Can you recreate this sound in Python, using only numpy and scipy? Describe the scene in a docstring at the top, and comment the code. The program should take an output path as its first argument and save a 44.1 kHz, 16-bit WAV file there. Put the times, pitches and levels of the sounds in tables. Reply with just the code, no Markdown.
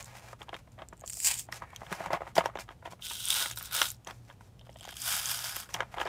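"""Fingers slide on stiff card in a quiet small room, close to the microphone, over hum, rumble and hiss.
A card-and-plastic blister pack is handled and torn open by hand: dry snaps and dull knocks come
first, then paper fibres part in dense crackles during five pulls, with a faint rubbing squeak.
Friction is filtered random grains, a buckling card is struck damped modes, a snap is a click with
a few rough cycles, and squeak and hum are narrow-band noise; decaying noise gives the echoes."""
import sys
import numpy as np
from scipy import signal
from scipy.fft import rfft, irfft
from scipy.io import wavfile

SR = 44100
rng = np.random.default_rng(int(sys.argv[2]) if len(sys.argv) > 2 else 0)


def store_pcm(level_fs):
    """Save levels as 16-bit WAV."""
    pcm = np.round(np.clip(level_fs, -1, 1) * 32767).astype(np.int16)
    wavfile.write(sys.argv[1], SR, np.atleast_2d(pcm).T)


N = 268126   # length in samples

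# Sliding friction and the rustle after a knock: f/Hz, relative spectral density/dB
SLIDE_COLOUR = [(120, -49.5), (200, -17), (310, -13.5), (520, -3.5), (780, 2.1), (1100, -2), (1900, -7.5),
                (2500, -11.5), (3300, -13.5), (4500, -27.5), (7200, -24), (9000, -32), (15500, -39)]
# Modes of the plastic bubble: f/Hz, relative level/dB, t60/s
BUBBLE_MODES = [(2920, -5.5, 0.0068), (3224, -8, 0.015), (3620, -15.5, 0.021)]
# Course of each tearing pull: t/s, fibre crackle level/dB, card body level re crackle/dB
TEARS = [
    [(1.04, -82, 14), (1.062, -52, -25), (1.084, -51, -36), (1.228, -37.5, -28), (1.27, -21.5, -19),
     (1.302, -32.5, -11.5), (1.346, -40, -13.5), (1.362, -46, -16), (1.396, -38, -22), (1.47, -67.5, -17)],
    [(3.0, -81, 7), (3.022, -53.5, -7), (3.052, -44, -10), (3.12, -44, -9), (3.238, -44, -11),
     (3.252, -41.5, -10), (3.37, -31, -3.5), (3.452, -39, -1), (3.518, -47, -4.5), (3.55, -61.5, 2)],
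    [(3.55, -63, -20), (3.576, -44.5, -0.5), (3.6, -49.5, -8), (3.606, -52.5, 0.5), (3.662, -47.5, -7),
     (3.7, -60.5, 7), (3.746, -34.5, -2.5), (3.828, -35, 0.5), (3.904, -45.5, -8.5), (3.97, -74, -3.5)],
    [(4.64, -75, 3), (4.75, -71.5, -23), (4.85, -59.5, 5), (4.95, -56, -9)],
    [(4.95, -58, -4), (4.966, -51, -6), (5.008, -44.5, -12), (5.018, -45, -16), (5.034, -42.5, -8),
     (5.068, -34, -5.5), (5.158, -35, -6), (5.22, -41, -5), (5.31, -35.5, -6.5), (5.364, -42, -5),
     (5.508, -42.5, -3), (5.518, -46, -0.5), (5.608, -44.5, -6.5), (5.668, -66, 6), (5.7, -72, -2)],
]
# What sets each pull apart: bubble level/dB, share of the card's swing in the bubble (dB per dB),
# fine crackle level re crackle/dB, grain rate/(1/s), smooth noise re grains, pitch of small snaps f/Hz
PULLS = [(2.5, 0.71, -6, 2300, 0.99, 7400), (3.5, 0.1, -2.5, 2800, 0.39, 12000),
         (3.5, 0.8, -1.5, 2000, 0.49, 12000), (6, 0.25, -4, 210, 0.36, 5400),
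         (0.3, 0.28, -1.5, 3500, 0.85, 6600)]


def amp(db):
    """Logarithmic level: an amplitude gain is ten to the power of dB / 20."""
    return 10 ** (np.asarray(db) / 20)


def rms_one(x):
    """Mean-square normalization: the signal is scaled to rms 1."""
    return x / np.sqrt(np.mean(x ** 2) + 1e-20)


def colour(x, spectrum, size=2048):
    """Minimum-phase filtering: a folded cepstrum gives a causal response that follows the spectrum."""
    hz, db = np.transpose(spectrum)
    grid = np.maximum(np.arange(size // 2 + 1), .5) * SR / size
    level_db = np.interp(np.log(grid), np.log(hz), db)
    cepstrum = irfft(np.log(amp(level_db)))
    # fold the anticausal half onto the causal half
    cepstrum[1:size // 2] *= 2
    cepstrum[size // 2 + 1:] = 0
    response = irfft(np.exp(rfft(cepstrum)))
    return signal.fftconvolve(x, response)[:len(x)]


def ring(clicks, hz, t60):
    """Damped resonance: a unit click starts a decaying sine of initial height 1 in a two-pole filter."""
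    radius = amp(-60 / (max(t60, .002) * SR))
    angle = 2 * np.pi * hz / SR
    poles = [1, -2 * radius * np.cos(angle), radius * radius]
    return signal.lfilter([0, np.sin(angle)], poles, clicks + 1e-18)


def narrow_noise(hz, width_hz):
    """Resonance bandwidth: noise through one damped mode, its decay set by the width; rms 1."""
    t60 = np.log(1000) / (np.pi * width_hz)
    ringing = ring(rng.standard_normal(N + SR), hz, t60)
    return rms_one(ringing[SR:])   # the build-up is dropped


def strike(s, db, modes, scatter_db=2.5):
    """Modal superposition: clicks at times s excite every mode; db(hz) gives the level per click."""
    at = (np.asarray(s) * SR).astype(int)
    out = np.zeros(N)
    chance = rng.standard_normal((len(at), len(modes), 2))
    for k, (hz, mode_db, t60) in enumerate(modes):
        sign = np.sign(chance[:, k, 0])
        level_db = db(hz) + mode_db + scatter_db * chance[:, k, 1]
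        clicks = np.zeros(N)
        np.add.at(clicks, at, sign * amp(level_db))
        out += ring(clicks, hz, t60)
    return out


def friction(t, levels_db, spectrum, per_s, spread_db, clump_db, smooth):
    """Stick-slip friction: uneven random grains and smooth noise swell at sudden slips that fade.

    The four levels are for card, bubble, crackle and fine crackle, from the lowest band up."""
    # Band edges between the four: f/Hz
    split_hz = (2400, 4500, 9000)
    count = len(t)
    sizes = amp(spread_db * np.minimum(rng.exponential(1, count), 4))
    signed_sizes = sizes * rng.choice([-1, 1], count)
    grains = signed_sizes * (rng.random(count) < per_s / SR)
    source = rms_one(grains) + smooth * rng.standard_normal(count)

    starts = rng.random(count) < 160 / SR   # 160 slips per second on average
    slips = starts * np.minimum(rng.exponential(1, count), 2.5)
    fade = np.exp(-1 / (.003 * SR))   # time constant 3 ms
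    swell_db = clump_db * signal.lfilter([1], [1, -fade], slips)
    body = colour(source * amp(swell_db), spectrum)

    edges = [(split_hz[0], "low"), (split_hz[:2], "band"), (split_hz[1:], "band"), (split_hz[2], "high")]
    out = np.zeros(count)
    for (edge_hz, kind), db in zip(edges, levels_db):
        band = signal.butter(3, edge_hz, kind, fs=SR, output="sos")
        out += rms_one(signal.sosfilt(band, body)) * amp(db)
    return out


def background():
    """Stationary random noise: coloured rumble and hiss, with hum wavering in narrow bands."""
    # Room rumble and hiss: f/Hz, relative spectral density/dB
    floor = [(15, -32), (30, -34.5), (50, 0.5), (100, -4), (190, -2), (300, -11), (800, -15), (1300, -23.5),
             (2200, -27.5), (3200, -27.5), (4300, -31), (9000, -33.5), (15500, -39.5)]
    # Wavering hum: f/Hz, width/Hz, rms level/dB
    hum = [(119.4, 4.3, -59), (60.5, 17, -59), (98, 8.4, -64.5)]
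    floor_db = -61   # rms
    settle = 8192   # samples dropped while the filter fills
    noise = colour(rng.standard_normal(N + settle), floor, size=8192)[settle:]
    out = amp(floor_db) * rms_one(noise)
    return out + sum(amp(db) * narrow_noise(hz, width_hz) for hz, width_hz, db in hum)


def sliding():
    """Sliding friction: each slide rises, holds and falls; a hissier one rises faster, with more bubble."""
    # Fingers slide on and bend the card: start t/s, hold t/s, card body level/dB, hiss re card/dB
    slides = [(0.0, 0.011, -48.5, 0), (0.055, 0.017, -76, 19), (0.071, 0.084, -55.5, -6.5),
              (0.155, 0.031, -53, -1.5), (0.223, 0.1, -55, -4.5), (0.4, 0.031, -59, -4.5),
              (0.48, .008, -60, -11), (0.536, 0.011, -50, -11.5), (0.562, 0.038, -63.5, -3),
              (0.722, 0.017, -80, 5), (0.81, 0.02, -53, -23), (1.505, 0.03, -60, -26),
              (1.525, 0.051, -51.5, 2), (1.629, .01, -48.5, -20), (1.666, 0.076, -65, -7),
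              (1.744, 0.044, -62, -4), (1.801, 0.1, -58.5, -5), (1.9, 0.018, -47, -16),
              (1.914, 0.056, -46.5, -4.5), (1.991, 0.082, -43.5, -12.5), (2.132, 0.018, -31.5, -19),
              (2.2, 0.063, -57, -15), (2.279, 0.017, -52, -10.5), (2.355, 0.0058, -59.5, 21.5),
              (2.383, 0.0041, -28.5, -13), (2.406, .02, -45, -24), (2.454, .005, -41, -11.5),
              (2.507, 0.033, -59, -30), (2.596, 0.012, -47.5, 1.5), (2.71, 0.014, -57, -12),
              (2.861, 0.012, -48, -12.5), (2.908, 0.02, -60, 1.5), (4.079, 0.031, -48, -10.5),
              (4.115, .05, -72, 6.5), (4.284, 0.046, -65.5, -3), (4.177, 0.11, -82, 9.5),
              (4.409, 0.066, -71, 2), (5.694, 0.032, -57, 1), (5.741, 0.0059, -47.5, 5.5),
              (5.765, 0.066, -44.5, -21), (5.845, 0.054, -61, -9.5), (5.924, 0.024, -52.5, -7.5),
              (5.98, 0.023, -41.5, -18), (6.012, 0.0052, -35.5, -12.5), (6.075, 0.019, -36.5, -19)]
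    rise_db_per_s, fall_db_per_s = 900, 550   # the rise holds for 0 dB hiss, just before the hold
    sharpening = 0.7   # dB of rise rate per dB of hiss
    catch_s = 0.014   # the longer before the hold, the steeper the rise
    bubble_db, bubble_follows_hiss, fine_db = -1.5, 0.51, -5
    t = np.arange(N) / SR
    power = np.full((4, N), 1e-12)
    for s, hold, db, hiss_db in slides:
        near = slice(max(int((s - .1) * SR), 0), int((s + hold + .2) * SR))
        before = np.maximum(s - t[near], 0)
        after = np.maximum(t[near] - s - hold, 0)
        rise_rate = rise_db_per_s * amp(sharpening * hiss_db)
        shape = -rise_rate * before * (1 + before / catch_s) - fall_db_per_s * after
        balance = [[0], [bubble_db + bubble_follows_hiss * hiss_db], [hiss_db], [hiss_db + fine_db]]
        power[:, near] += amp(db + shape + balance) ** 2
    levels_db = 10 * np.log10(power)
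    return friction(t, levels_db, SLIDE_COLOUR, per_s=4000.0, spread_db=3.7, clump_db=3.9, smooth=0.71)


def snaps():
    """Impulsive fracture: a dry click and a few rough cycles at its own pitch; the bubble rings along."""
    # Single fibres and glue spots snap: t/s, level/dB, f/Hz, bubble level re snap/dB
    single_snaps = [(0.0267, -28, 7310, -22), (0.0444, -30.5, 7800, -36), (0.06, -37, 8090, -25),
                    (0.7193, -47, 7210, -24), (0.8868, -32, 7400, -37), (0.9335, -46, 7340, -17),
                    (0.9696, -48, 7380, -29), (0.9774, -45, 7530, -31), (0.9955, -40, 7900, -34),
                    (1.0044, -38, 7360, -30), (1.0108, -34.5, 7200, -18), (1.0617, -30, 6920, -21),
                    (1.0772, -21, 7200, -11), (1.0985, -18.5, 8050, -32), (1.1022, -21, 6800, -29),
                    (1.126, -28, 8300, -29), (1.133, -22, 7360, -26), (1.1414, -23, 7900, -34),
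                    (1.1704, -22, 7560, -36), (1.2023, -14.5, 7550, -53.5), (1.2235, -21.5, 8100, -30),
                    (1.2467, -12, 7400, -21), (1.2694, -22, 7820, -21), (1.3198, -20, 7140, -24),
                    (1.3415, -16, 7600, -21), (1.3773, -23, 7350, -11), (1.3885, -26, 8750, -25),
                    (1.3949, -19, 7900, -7.5), (1.5244, -24, 5480, -7), (1.7619, -27, 6060, 0),
                    (2.1318, -24, 5500, -21), (2.355, -26, 6010, 3.5), (2.38, -15, 5060, -2.5),
                    (2.4588, -23, 5600, -10), (2.554, -44, 6270, 3), (2.5723, -41.5, 6000, 15),
                    (2.59, -36, 5380, -16), (2.598, -32, 5100, -15), (3.0228, -38, 6050, 16.5),
                    (3.0484, -35, 7050, 2), (3.0685, -25, 5540, -4), (3.0844, -30, 7800, -15),
                    (3.1172, -23, 8380, 1), (3.1344, -24, 8010, -13), (3.255, -14, 8800, -29),
                    (3.2857, -12, 9050, -21), (3.3313, -16, 8260, -12), (3.342, -13, 8400, -19),
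                    (3.4286, -22, 5210, -5), (3.46, -22, 8300, -9), (3.5128, -22, 6800, -13.5),
                    (3.56, -27, 14400, -21), (3.5773, -33, 5300, -20), (3.5873, -18, 14300, -23),
                    (3.5948, -28, 9100, -14), (3.6274, -20, 14300, -21), (3.6564, -27, 7100, -20.5),
                    (3.724, -19.5, 13200, -15), (3.7307, -19, 12400, -6), (3.7439, -14, 14800, -12.5),
                    (3.817, -8.5, 6200, 4), (3.8865, -23, 7260, -20), (3.9037, -20.5, 7170, -25),
                    (3.9172, -22, 12000, -28), (3.9456, -42, 5210, -22), (3.9664, -48.5, 6800, -17),
                    (4.0476, -36, 6900, -5), (4.0738, -28, 6300, -10), (4.1097, -39, 5030, 10.5),
                    (4.5937, -46.5, 5180, 12.5), (4.7097, -52, 7950, -17), (4.7295, -46, 5440, -13),
                    (4.742, -46, 8000, -10), (4.7704, -42, 8100, 1), (4.809, -32.5, 7950, 5),
                    (4.8424, -35, 6760, 4), (4.8535, -33, 6900, 1), (4.8908, -31.5, 5860, -14),
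                    (4.9095, -32, 11500, -15), (4.9684, -28.5, 7300, 3.5), (5.0187, -17.5, 8100, -9),
                    (5.0777, -17, 12300, -11), (5.2575, -14, 6560, -23), (5.265, -25, 6760, -19),
                    (5.3911, -21, 6030, -16), (5.449, -21.5, 5130, -8), (5.5004, -27, 5800, -18),
                    (5.5468, -33, 5260, -21), (5.5654, -15, 12800, -11), (5.69, -45, 8670, -14),
                    (5.7414, -16, 5800, -19), (5.8057, -30.5, 5800, 6), (6.0114, -31, 6800, -4),
                    (6.053, -32.5, 5100, -11), (6.0724, -37, 5200, -4)]
    click_db, click_t60_s = -7, 0.0018
    decay_cycles, rise_cycles = 38, 0.9   # cycles for a 60 dB decay; time constant of the rise
    rows = list(single_snaps) + small_snaps()
    length = 256   # samples per snap
    out = np.zeros(N + length)
    t = np.arange(length) / SR
    noise = rng.standard_normal((len(rows), length))
    for (s, db, hz, _), burst in zip(rows, noise):
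        roughness = 0.23 * np.cumsum(burst)   # phase wander in rad
        tone = np.sin(2 * np.pi * hz * t + roughness)
        shape = (1 - np.exp(-t * hz / rise_cycles)) * amp(-60 * t * hz / decay_cycles)
        click = amp(click_db - 60 * t / click_t60_s) * burst
        start = int(s * SR)
        out[start:start + length] += amp(db - 1.5) * (tone * shape + click)
    s, db, _, bubble_db = np.transpose(rows)
    out = out[:N] + strike(s, lambda hz: db + bubble_db - 5, BUBBLE_MODES)
    return signal.sosfilt(signal.butter(2, 1800, "high", fs=SR, output="sos"), out)


def knocks(width_octaves=0.4):
    """Buckling: three quick slips excite the card modes near a centre; bubble and whole card ring along.

    A rustle dies away after each buckle."""
    # The card buckles: t/s, level/dB, centre of the ring f/Hz, bubble re knock/dB, low thump re knock/dB
    buckles = [(0.33, -30.5, 970, -21, -12), (0.408, -31.5, 513, -25, -14), (0.415, -28.5, 766, 4, -30),
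               (0.483, -36, 940, -6, -27), (0.491, -29.5, 736, 2.5, -26), (0.529, -24, 706, -17, -27),
               (0.541, -34.5, 1260, 14.5, -17), (0.549, -29.5, 634, 1, -11), (0.673, -41.5, 756, -22, -9),
               (0.778, -38, 640, -22, -19), (0.787, -34, 805, -8, -27), (0.792, -34, 810, -3, -10),
               (0.819, -25, 895, -1, -38), (0.927, -28, 800, -35, -6), (1.019, -41, 770, -16, -11),
               (1.037, -30, 830, -7, -31), (1.171, -41, 610, -13, -17), (1.487, -32, 810, -19, -33),
               (1.524, -30, 1500, 2, -7), (1.62, -23.5, 885, -26, -14), (1.73, -34, 1005, -12, -14),
               (1.816, -27.5, 830, -24, -9), (1.821, -33.5, 660, -27, -12), (1.831, -33, 880, -15, -10),
               (1.864, -46.5, 1620, 15.5, 6), (1.916, -20.5, 400, -6, -2), (1.932, -31.5, 1250, -5, -9),
               (2.004, -22.5, 660, -11, -10.5), (2.067, -26.5, 870, -31, -3), (2.081, -30, 780, -21, -14),
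               (2.104, -17, 890, -34, -21), (2.132, -14.5, 710, -10.5, -5.5),
               (2.145, -18.5, 905, -25, -20.5), (2.154, -24.5, 794, -6, -17),
               (2.169, -27.5, 880, -12, -23.5), (2.206, -27.5, 720, -23, -25),
               (2.217, -23.5, 850, -26, -21), (2.231, -32, 840, -15, -24), (2.267, -30.5, 890, -14, -27.5),
               (2.274, -36, 1090, -5, -15), (2.354, -33, 744, 0, -0.5), (2.366, -16, 910, -7.5, -15),
               (2.38, -4.5, 755, -21, -9.5), (2.406, -14.5, 920, -5.5, -34), (2.416, -34, 814, -26.5, -19),
               (2.438, -26, 780, -18, -17), (2.457, -12, 770, -11, -37), (2.469, -42, 690, -15, -16),
               (2.487, -29, 800, -18, -33), (2.497, -32.5, 1110, -11, -13), (2.554, -18, 610, -19, -37),
               (2.572, -29, 1010, -7, -13), (2.587, -27.5, 1120, 1, -13), (2.595, -36, 620, -9, -14),
               (2.679, -41, 1000, -6, -11), (2.688, -29.5, 980, -2, -33), (2.706, -30.5, 845, -11, -20),
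               (2.824, -36, 910, -20, -24), (2.856, -24.5, 845, -2, -33), (2.874, -30.5, 810, -5, -32),
               (2.921, -38.5, 900, -4, 2), (2.931, -34.5, 870, -6, -12), (2.993, -37, 790, -13, -28),
               (3.11, -28, 1010, -16, -34), (3.411, -31, 1510, -5, -27), (3.458, -33.5, 1530, 12, -34),
               (3.509, -40, 1420, -5, -30), (3.609, -32.5, 1110, 3.5, -8), (3.781, -28, 1290, 3, -29.5),
               (3.816, -13, 1220, 8.5, -52), (3.841, -28.5, 1150, -1.5, -32),
               (4.07, -30.5, 726, 6.5, -14.5), (4.085, -35, 1150, -13.5, -28), (4.291, -41, 635, -10, -30),
               (4.299, -33.5, 1050, 0, -29.5), (4.309, -42, 1093, -3, -25), (4.408, -41.5, 1000, -3, -23),
               (4.61, -47.5, 790, 15, -15), (4.668, -42, 720, -6, -35), (4.692, -36, 670, -0.5, -18),
               (4.758, -37, 690, 3.5, -18), (4.809, -41, 730, -6, -8), (4.85, -34.5, 855, -8, -29),
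               (4.876, -29, 764, -15, -48), (4.889, -38, 1490, 9, -23), (4.923, -33, 810, 4, -27),
               (5.137, -27, 1330, 3, -11), (5.565, -32, 1260, -11, -28), (5.69, -35, 1080, -2, -20),
               (5.743, -27.5, 1060, 13, -1), (5.75, -26, 770, -19, -11), (5.763, -24, 970, -3, -28),
               (5.804, -13.5, 1170, -11, -41), (5.821, -26.5, 975, -2, -29), (5.94, -25.5, 690, -8, -15),
               (5.973, -29, 720, -11, -24), (5.982, -21.5, 1040, -2, -35), (6, -24.5, 1020, 3, -38),
               (6.013, -20.5, 1190, 5.5, -45), (6.055, -18, 580, -23, -30), (6.064, -19.5, 1070, -6, -28),
               (6.073, -32, 1120, 8, -27)]
    # Modes of the card: f/Hz, relative level/dB, t60/s
    card_modes = [(407, -8, 0.04), (493, -17, 0.021), (664, -0.5, 0.013), (777, -2, 0.013),
                  (992, -7, 0.022), (1180, 1, 0.0068), (1364, -4.5, 0.0092), (1572, 8, 0.0051),
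                  (1712, 3.5, 0.0097), (2032, 14.5, 0.0067)]
    # Modes of the whole card flexing: f/Hz, relative level/dB, t60/s
    thump_modes = [(170, 0.5, 0.043), (237, -8, 0.075), (350, -10.5, 0.013)]
    s, knock_db, centre_hz, bubble_db, thump_db = np.transpose(buckles)

    def near_centre(hz):
        """Selective excitation: a mode weakens with its distance in octaves from the centre."""
        octaves = np.log2(hz / centre_hz)
        return knock_db - 5.5 - np.minimum(5 * (octaves / width_octaves) ** 2, 22)

    gaps_s = 0.001644 * rng.uniform(0.6, 1.501, (len(s), 2))
    second, third = s + np.cumsum(gaps_s, axis=1).T
    card = amp(-5.5) * strike(s, near_centre, card_modes)
    card += strike(second, near_centre, card_modes)
    card += amp(-5.5) * strike(third, near_centre, card_modes)
    # a bending card is no hard contact
    card = signal.sosfilt(signal.butter(2, [330, 2600], "band", fs=SR, output="sos"), card)
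    card += strike(second, lambda hz: knock_db + bubble_db - 7.0, BUBBLE_MODES)
    card += strike(s, lambda hz: knock_db + thump_db - 11.0, thump_modes)

    power = np.zeros(N)
    power[(second * SR).astype(int)] = amp(knock_db - 23.5) ** 2
    decay = amp(-120 / (.07 * SR))   # on power, so the rustle falls 60 dB in 70 ms
    dying = np.sqrt(signal.lfilter([1], [1, -decay], power))
    rustle = dying * rms_one(colour(rng.standard_normal(N), SLIDE_COLOUR))
    return signal.sosfilt(signal.butter(2, 130, "high", fs=SR, output="sos"), card) + rustle


def tearing():
    """Fracture noise: parting fibres crackle in the pull's colour; the bubble partly follows the card."""
    # Colours of the pulls (first; second and third; fourth and fifth): f/Hz, relative spectral density/dB
    first_colour = [(240, -56), (400, -23.5), (942, -7), (1360, -17), (1560, -8.5), (2220, -8.5),
                    (2400, -6), (2750, -10), (4290, -14), (4770, -10.5), (6200, -11), (7300, -1),
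                    (8300, -5.5), (9800, -8.5), (15500, -10.5)]
    middle_colour = [(240, -47), (400, -25.5), (600, -19), (900, -13), (1150, -15), (1480, -4.5),
                     (1800, -18), (2500, -12.5), (3150, 1), (3750, 0.8), (4300, -12), (5700, -7.5),
                     (6600, -9), (8500, -7), (15500, -9)]
    last_colour = [(240, -49), (400, -27.5), (700, -6), (1120, -5.5), (1530, 0.5), (1900, -8), (2700, -5),
                   (3250, 2.2), (3700, -3), (4200, -12.5), (4950, -2.5), (5800, -7), (7000, -5),
                   (12300, -5), (15500, -9.5)]
    colours = [first_colour, middle_colour, middle_colour, last_colour, last_colour]
    out = np.zeros(N)
    for rows, spectrum, (bubble_db, follows, fine_db, per_s, smooth, _) in zip(TEARS, colours, PULLS):
        s, crackle_db, card_db = np.transpose(rows)
        at = np.arange(int(s[0] * SR), int(s[-1] * SR))
        crackle = np.interp(at / SR, s, crackle_db)
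        card = np.interp(at / SR, s, card_db)
        levels = [crackle + card, crackle + bubble_db + follows * card, crackle, crackle + fine_db]
        out[at] += friction(at / SR, levels, spectrum, per_s, spread_db=3.0, clump_db=3.0, smooth=smooth)
    return out


def small_snaps():
    """Random fracture: snap rows scattered along each pull, their level and bubble tied to its course."""
    rate_per_s, pitch_spread_octaves = 110, 0.22
    above_crackle_db, spread_db, bubble_offset_db = 10, 3.5, -2.5
    rows = []
    for curve, (bubble_db, follows, *_, hz) in zip(TEARS, PULLS):
        s, crackle_db, card_db = np.transpose(curve)
        at = rng.uniform(s[0], s[-1], int(rate_per_s * round(s[-1] - s[0], 1)))
        size, pitch, ringing = rng.standard_normal((3, len(at)))
        db = np.interp(at, s, crackle_db) + above_crackle_db + spread_db * np.minimum(size, 1)
        ring_db = bubble_offset_db + bubble_db + follows * np.interp(at, s, card_db) + 4 * ringing
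        snap_hz = np.minimum(hz * 2 ** (pitch_spread_octaves * pitch), 15000)
        rows += zip(at, db, snap_hz, ring_db)
    return rows


def squeak():
    """Narrow-band excitation: a finger rubs the gloss, heard as noise in two narrow bands."""
    # Course of the rubbing: t/s, level/dB
    rubbing = [(1.6, -75), (1.63, -63), (1.67, -67), (1.71, -62), (1.76, -64), (1.79, -75)]
    # Bands of the squeak: f/Hz, width/Hz, relative level/dB
    bands = [(1810, 60, 0), (2240, 90, -1)]
    out = sum(amp(db) * narrow_noise(hz, width_hz) for hz, width_hz, db in bands)
    s, db = np.transpose(rubbing)
    return out * amp(np.interp(np.arange(N) / SR, s, db, left=-200, right=-200))


def room(x):
    """Reverberation: table and wall echoes as dulled, decaying noise that starts after 3 ms."""
    t60_s, wall_cut_hz = 0.047, 6700
    t = np.arange(int(.4 * SR)) / SR
    tail = rng.standard_normal(len(t)) * amp(-60 * t / t60_s) * (t > .003)
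    tail = signal.lfilter(*signal.butter(1, wall_cut_hz, fs=SR), tail)
    unit_energy = tail / np.sqrt(np.sum(tail ** 2))
    return signal.fftconvolve(x, unit_energy)[:N]


def scene():
    """Linear superposition: pack and hands, their echoes, and the room's background add up."""
    room_db = -15
    pack = sliding() + snaps() + knocks() + tearing() + squeak()
    return (pack + amp(room_db) * room(pack) + background())[None]


def record(dry):
    """Band limiting: the small microphone drops the deep bass; the top is cut."""
    cutoff_hz = 16300   # from here up at least 70 dB down
    thin = signal.sosfilt(signal.butter(3, 42, "high", fs=SR, output="sos"), dry)
    return signal.sosfilt(signal.cheby2(16, 70, cutoff_hz, fs=SR, output="sos"), thin)


dry = scene()
out = record(dry)
store_pcm(out)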